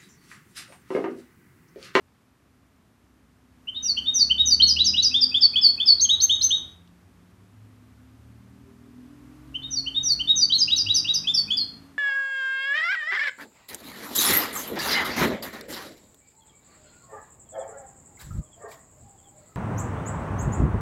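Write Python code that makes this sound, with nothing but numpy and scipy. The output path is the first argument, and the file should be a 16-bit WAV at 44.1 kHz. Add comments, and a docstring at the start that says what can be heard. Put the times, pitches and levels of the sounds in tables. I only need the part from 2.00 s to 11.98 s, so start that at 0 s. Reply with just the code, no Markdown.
"""Two bursts of a caged goldfinch's twittering in a living room, over faint engines and a soft hiss.
Each note is a nearly pure whistle gliding onto a held pitch, with 2nd and 3rd harmonics.
Short echoes make the cage; sparse decaying taps make the room.
Engines outside are sums of sine orders; the hiss is shaped noise that swells with the song."""
import sys
import numpy as np
from scipy import signal
from scipy.fft import rfft, irfft, next_fast_len
from scipy.io import wavfile

SR = 44100
rng = np.random.default_rng(int(sys.argv[2]) if len(sys.argv) > 2 else 0)


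def master_out(mix):
    """Clip the mix to full scale and print it as 16-bit PCM to the path in sys.argv[1]."""
    frames = np.transpose(np.atleast_2d(mix))
    ceiling = np.clip(frames, -1, 1)
    pcm = np.round(ceiling * 32767).astype(np.int16)
    wavfile.write(sys.argv[1], SR, pcm)


N = 440118


def amp(db):
    """Decibels to gain."""
    return 10 ** (np.asarray(db) / 20)


def evened(x):
    """Scales to rms 1."""
    return x / np.sqrt(np.mean(x ** 2) + 1e-20)


def read(points, hz):
    """Interpolates a table of (f/Hz, value) on a log-frequency axis."""
    f, value = np.transpose(points)
    return np.interp(np.log(hz + 1), np.log(f + 1), value)


def add(mix, start_s, sound):
    """Mixes a sound in at start_s, cut at the end of the mix."""
    part = mix[round(start_s * SR):][:len(sound)]
    part += sound[:len(part)]


def wander(rate_hz):
    """Random drift of rms about 1, moving up to about rate_hz: lines between random knots."""
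    place = np.arange(N) * (2 * rate_hz / SR)
    knots = rng.standard_normal(N // 10)
    return np.interp(place, np.arange(len(knots)), knots) * np.sqrt(1.5)  # undoes the rms lost between knots


def swell():
    """Hiss level as rows (t/s, level/dB): a slow creep plus swells that rise, hold and fall."""
    # lift of the hiss around each burst: start/s, rise/s, start of fall/s, fall/s, lift/dB
    swells = [(1.5, 0.48, 4.574, 0.24, 9.34), (6.8, 1.4, 9.57, 0.4, 6.36)]
    start_db, creep_db_per_s = -70.5, 0.6562
    t = np.arange(0, N, SR // 50) / SR
    db = start_db + creep_db_per_s * t
    for start_s, rise_s, end_s, fall_s, lift_db in swells:
        rising = (t - start_s) / rise_s
        falling = 1 - (t - end_s) / fall_s
        db = db + lift_db * np.clip(np.minimum(rising, falling), 0, 1)
    return np.column_stack([t, db])


def hiss(top_hz=3000, top_share=0.91):
    """Street rumble and soft hiss: shaped noise, body and treble swelling together, treble a little less."""
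    # relative noise spectrum: f/Hz, density/dB
    spectrum = [(26, -37.5), (45, -5), (91, 1), (159, -7), (264, -1), (337, -10), (390, -10.5),
                (496, -15.5), (979, -17), (1110, -15), (4000, -28), (12800, -33.5), (14800, -37.5)]
    n = next_fast_len(N, True)
    t, db = np.transpose(swell())
    hz = np.fft.rfftfreq(n, 1 / SR)
    z = rfft(rng.standard_normal(n)) * amp(read(spectrum, hz))
    z /= np.std(irfft(z * (hz > 600) * (hz < 2000), n))  # level is set in 600-2000 Hz
    swell_db = np.interp(np.arange(N) / SR, t, db) - db[0]
    low = 1 / (1 + (hz / top_hz) ** 2)
    body = irfft(z * low, n)[:N]
    treble = irfft(z * (1 - low), n)[:N]
    return amp(db[0]) * (body * amp(swell_db) + treble * amp(top_share * swell_db))


def engine(speed, surges, wobble=.006, fading_db=3.0, step=14):
    """Firing orders follow an unsteady engine speed; each surges and flutters on its way through the walls."""
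    t = np.arange(0, N, step) / SR  # one point per step samples
    hz = np.interp(t, *np.transpose(speed)) * (1 + wobble * wander(5)[::step])
    phase = 2 * np.pi * np.cumsum(hz) * step / SR
    drone = 0
    for order, peak_s, half_s, db in surges:
        surge = amp(db + fading_db * wander(8)[::step]) / (1 + ((t - peak_s) / half_s) ** 2)
        drone = drone + surge * np.sin(round(order) * phase)
    return signal.resample_poly(drone, step, 1)[:N]


def street():
    """Three engines speed up or slow down outside; their orders surface in turn."""
    # engine speeds before wobble: t/s, f/Hz; the near one drops once, at a gear change
    slow_speed = [(7, 31), (9, 28)]
    near_speed = [(1.4, 31.58), (2.25, 33.6), (3.35, 43.6), (3.6, 38.63), (5.7, 46.5)]
    far_speed = [(5, 33.03), (6, 36.16), (8, 46.01), (9.98, 55.52)]
    # surges of the orders: multiple of the cycle, t of peak/s, time to half amplitude/s, level before fading/dB
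    slow_surges = [(2, 8.15, 0.53, -48)]
    near_surges = [(2, 2.65, 0.28, -37), (2, 4.35, 0.26, -46), (3, 2.8, 0.5, -50.5), (4, 5.2, 0.36, -55),
                   (8, 2.5, 0.63, -53), (5, 2.85, 0.36, -48), (6, 2.5, 0.24, -49), (6, 3.25, 0.19, -44),
                   (7, 2.45, 0.4, -50)]
    far_surges = [(2, 6.3, .4, -54), (2, 8.85, .25, -48), (7, 6, .4, -56), (5, 6.5, 0.32, -57),
                  (10, 6.8, .2, -61), (3, 5.6, 0.2, -52.5), (3, 6.33, .2, -49.5), (3, 7.9, 0.63, -48.5),
                  (3, 9.2, .35, -49), (4, 8.5, 0.38, -51.5), (4, 9.5, .18, -47.5), (5, 10, 0.76, -52.5),
                  (6, 6.95, 0.12, -46), (6, 7.75, 0.38, -48), (6, 8.6, 0.35, -51), (7, 7.25, .3, -52)]
    return engine(near_speed, near_surges) + engine(far_speed, far_surges) + engine(slow_speed, slow_surges)


def room(x, wet_db, build_s=0.0031, spacing=12):
    """Sparse wall reflections of random sign, each band dying at its own speed."""
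    # decay of the room: f/Hz, t60/s
    decay = [(2500, 0.41), (4000, 0.38), (6500, 0.34), (14000, 0.18)]
    taps = np.zeros(SR)
    at = np.arange(0, SR - spacing, spacing)
    taps[at + rng.integers(0, spacing, len(at))] = rng.choice([-1., 1.], len(at))
    hz, t, z = signal.stft(taps, SR, nperseg=256)
    dying = amp(-60 * t / read(decay, hz)[:, None])
    tail = signal.istft(z * dying, SR, nperseg=256)[1]
    tail *= 1 - np.exp(-(np.arange(len(tail)) / SR / build_s) ** 2)
    return amp(wet_db) * signal.fftconvolve(x, tail / np.linalg.norm(tail))[:N]


def cage(sound):
    """Hard surfaces close to the bird repeat each glide, which beats against itself."""
    # reflections from the cage box and table: delay/s, level/dB re direct
    echoes = [(.0013, -18), (.0026, -21), (.0058, -23.5), (0.0125, -12)]
    out = sound.copy()
    for delay_s, db in echoes:
        add(out, delay_s, amp(db) * sound)
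    return out


def tick(start_s=4.875, db=-54, t60_s=0.018, low_hz=2600, high_hz=4400):
    """The bird touches the cage once, lightly: a decaying burst of band-passed noise."""
    t = np.arange(SR // 20) / SR
    band = signal.butter(2, [low_hz, high_hz], "band", fs=SR, output="sos")
    wire = signal.sosfilt(band, rng.standard_normal(len(t)))
    out = np.zeros(N)
    add(out, start_s, amp(db - 60 * t / t60_s) * evened(wire))
    return out


def notes():
    """Song as (t/s, kind, length/s, start f/Hz, end f/Hz, level/dB); half syllables stretch and pitch as wholes."""
    # opening and closing half of each syllable, a list of notes each: kind, start and length/share of the half,
    # start and end pitch/share of the held pitch, level/dB re the half
    syllables = { "twitter": ([("rise", .015, .66, .925, .99, 0)], [("dip", 0, 0.59, 1.395, 1.283, -5),
                 ("drop", 0.5, .56, 1.122, 0.99, 0)]), "swoop": ([("chip", -.38, .35, .67, .74, -6.5),
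                 ("rise", 0, 0.89, .79, 1, 0)], [("chip", -0.041, 0.29, .89, .93, -6.5),
                 ("dive", 0, 0.9, 1.305, 0.99, 0)]), "yodel": ([("chip", -.4, .39, .665, 0.724, -5),
                 ("leap", .02, 0.86, 0.81, 1, 0)], [("dive", 0, 0.95, 1.297, 1, 0)]),
                 "skip": ([("chip", -0.39, 0.38, .72, .77, -9), ("leap", 0, 0.58, 0.7, 0.96, 0)],
                 [("chip", 0, 0.4, 1.3, 1.27, -10.5), ("slide", .31, .69, 1.14, 0.97, 0)]),
                 "flick": ([("chip", -.38, 0.34, .66, 0.726, -7.5), ("rise", 0, 0.84, .78, 0.98, 0)],
                 [("chip", 0, 0.27, .9, 0.92, -8.5), ("plunge", 0, 0.94, 1.25, 0.95, 0)]),
                 "slur": ([("chip", -0.38, 0.38, .69, .73, -19), ("hook", 0.04996, .8, 0.8534, 0.99, 0)],
                 [("slide", 0.018, 1.03, 1.197, 1, 0)]), "whistle": ([("chip", -0.1, 0.22, .61, .69, -1.3),
                 ("whip", -0.013, 0.75, 0.77, 1, 0)], [("hook", 0, 0.94, 0.74, 0.95, 0)])}
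    # syllables sung, in two bursts: t/s, syllable, opening length/s, held f/Hz, level/dB,
    # closing length/s, held f/Hz, level/dB
    sung_syllables = [ (1.739, "twitter", 0.083, 3786, -23, 0.0997, 4396, -14),
                      (2.052, "twitter", 0.083, 3759, -13, 0.1, 4464, -8),
                      (2.374, "twitter", 0.077, 3821, -10, 0.094, 4513, -7.5),
                      (2.616, "yodel", 0.052, 4356, -3.5, 0.068, 4780, -11),
                      (2.782, "swoop", 0.057, 4000, -8.5, 0.076, 4933, -12),
                      (2.958, "swoop", 0.063, 3958, -10, 0.066, 4810, -9.5),
                      (3.134, "slur", 0.0704, 3664, -10.5, 0.044, 4667, -8.5),
                      (3.336, "slur", 0.068, 3603, -11, 0.06, 4465, -6),
                      (3.551, "slur", 0.056, 3490, -10.5, 0.088, 4412, -6.5),
                      (3.794, "slur", 0.058, 3577, -13.5, 0.083, 4392, -5.5),
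                      (4.002, "whistle", 0.084, 6427, -9.5, 0.072, 4080, -11),
                      (4.205, "whistle", 0.086, 6350, -10, 0.071, 3980, -11.5),
                      (4.415, "whistle", 0.087, 6212, -11.5, 0.071, 4012, -12.5),
                      (7.615, "twitter", 0.086, 3760, -26.5, 0.1, 4383, -17),
                      (7.94, "twitter", 0.086, 3775, -14.5, .11, 4404, -12),
                      (8.269, "twitter", 0.083, 3828, -9, 0.097, 4546, -9.5),
                      (8.518, "skip", 0.059, 4135, -9.5, 0.064, 4946, -8.5),
                      (8.697, "swoop", 0.06, 3904, -12, 0.076, 4757, -14),
                      (8.881, "flick", 0.057, 4003, -11.5, 0.077, 4940, -13.5),
                      (9.067, "flick", 0.067, 3963, -13, 0.059, 4970, -15.5),
                      (9.264, "slur", 0.072, 3618, -14, 0.082, 4502, -14.5),
                      (9.497, "slur", 0.067, 3497, -15.5, 0.076, 4254, -17.5)]
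    # lone low chip announcing each twitter: t/s, level/dB
    chips = [(1.669, -22.5), (1.964, -16), (2.295, -10), (7.539, -22), (7.858, -20), (8.19, -17)]
    # short, mostly faint sinking notes beside or between the main ones:
    # t/s, length/s, start f/Hz, end f/Hz, level/dB
    asides = [(1.762, .01, 4530, 4060, -37), (1.969, 0.011, 3400, 3170, -20.5),
              (7.627, 0.011, 4500, 4100, -40), (1.848, 0.02, 2860, 2800, -37),
              (2.19, 0.018, 5750, 5150, -24), (4.045, 0.018, 3650, 3100, -19.5),
              (8.535, 0.039, 4480, 4190, -11.5), (9.335, 0.025, 5472, 5160, -13),
              (9.343, 0.019, 6070, 5410, -17.5), (9.565, 0.026, 5100, 4670, -14.5)]
    chip_s, chip_start_hz, chip_end_hz = 0.03333, 2786, 3097
    sung = [(s, "chip", chip_s, chip_start_hz, chip_end_hz, db) for s, db in chips]
    sung += [(s, "drop", *rest) for s, *rest in asides]
    for s, syllable, *halves in sung_syllables:
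        for figure, (length_s, hz, db) in zip(syllables[syllable], np.reshape(halves, (2, -1))):
            for kind, start, share, first, last, note_db in figure:
                sung.append((s + start * length_s, kind, share * length_s,
                             first * hz, last * hz, db + note_db))
            s = s + length_s  # closing half follows the opening
    return sung


def finch(third_db=-8, fray=.4):
    """Each note is one puff through the syrinx as its tension settles between pitches: whistle and overtones."""
    # kinds of note: place of mid-glide/share, suddenness of glide/power,
    # place of loudness peak/share (clipped to .2-.7), overtones/dB
    kinds = { "chip": (0.41, 4.65, 3.6, 0.5), "rise": (0.31, 3.5, .65, -6.5), "hook": (.22, 2.5, .2, -2),
             "leap": (0.14, 3.5, 0.1, -5), "plunge": (.38, 4.5, 0.33, 7.5), "whip": (.16, 3.6, .55, 4),
             "dip": (0.46, 6.97, 0.96, 0.5), "dive": (0.41, 4.8, 0.81, 4.2), "drop": (0.4, 2.9, 1.1, 1.6),
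             "slide": (0.31, 3.5, 4.5, -0.5)}
    # radiation of overtones by the beak: f/Hz, level/dB
    beak = [(6500, -33.5), (7300, -34), (8200, -44), (9600, -39), (12600, -33.5), (14000, -35)]
    # beaming of overtones as the head turns, read once a note: t/s, level/dB
    bright = [(3.3, -3.5), (3.6, -3.5), (4.5, -1.5), (8.4, -2), (8.97, -1), (9.2, 3), (9.6, 6.5)]
    scoop_share, scoop_s = .025, .004  # notes scoop up from below
    thin_up_db, thin_down_db = -4, 0.5  # mid-glide level: thinner when climbing, slightly fuller when falling
    jitter_share, flutter_db, hoarse_share = .002, 1., .11
    rise_power, fall_power = 1.15, .6
    attack_s, release_s = .007, .004

    song, overtones = np.zeros((2, N))
    tremble, flutter, grain = wander(450), flutter_db * wander(150), wander(550)
    for s, kind, length_s, start_hz, end_hz, db in notes():
        glide, bend, peak, overtone_db = kinds[kind]
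        u = np.linspace(0, 1, int(length_s * SR))
        now = round(s * SR) + np.arange(len(u))

        travel = 1 - 1 / (1 + (u / glide) ** bend)  # holds, moves, then creeps onto the last pitch
        hz = start_hz + (end_hz - start_hz) * travel / travel[-1]
        hz *= 1 - scoop_share * np.exp(-u * length_s / scoop_s)
        phase = 2 * np.pi * np.cumsum(hz * (1 + jitter_share * tremble[now])) / SR

        # air pressure builds gently and is cut off more steeply
        arch = np.interp(u, [0, np.clip(peak, .2, .7), 1], [0, .5, 1])
        puff = abs(np.sin(np.pi * arch)) ** np.where(arch < .5, rise_power, fall_power)
        puff *= amp(db + flutter[now])
        edge = np.clip(np.minimum(u / attack_s, (1 - u) / release_s) * length_s, 0, 1)
        puff *= np.sin(np.pi / 2 * edge) ** 2
        puff *= 1 + hoarse_share * np.sin(np.pi * travel) * grain[now]  # hoarsest in mid-glide
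        if kind not in ("hook", "chip"):
            thin_db = thin_up_db if end_hz > start_hz else thin_down_db
            puff *= amp(thin_db * np.sin(np.pi * travel) ** 2)

        second = amp(read(beak, 2 * hz)) * np.sin(2 * phase)
        third = amp(read(beak, 3 * hz) + third_db) * np.sin(3 * phase)
        bright_db = np.interp(s, *np.transpose(bright))
        add(song, s, puff * np.sin(phase))
        add(overtones, s, amp(overtone_db + bright_db) * puff * (second + third))
    # overtones waver more than the whistle
    overtones = overtones * (1 + fray * wander(700)) * amp(3.7 * wander(40))
    return song, overtones


def scene():
    """The bird in its cage and room, with the street behind; whistle and overtones have their own room levels."""
    song, overtones = finch()
    whistle = amp(-3.0) * cage(song) + room(song, wet_db=-11.0)
    sheen = amp(-4.0) * cage(overtones) + room(overtones, wet_db=-10.5)
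    return (whistle + sheen + tick() + street() + hiss())[None]


def record(dry, low_cut_hz=43, edge_hz=14900):
    """The recorder's bass cut and band limit."""
    bass_cut = signal.butter(3, low_cut_hz, "high", fs=SR, output="sos")
    thinned = signal.sosfilt(bass_cut, dry)
    band_limit = signal.firwin(511, edge_hz, window=("kaiser", 9), fs=SR)
    return signal.oaconvolve(thinned, band_limit[None], "same")


dry = scene()
out = record(dry)
master_out(out)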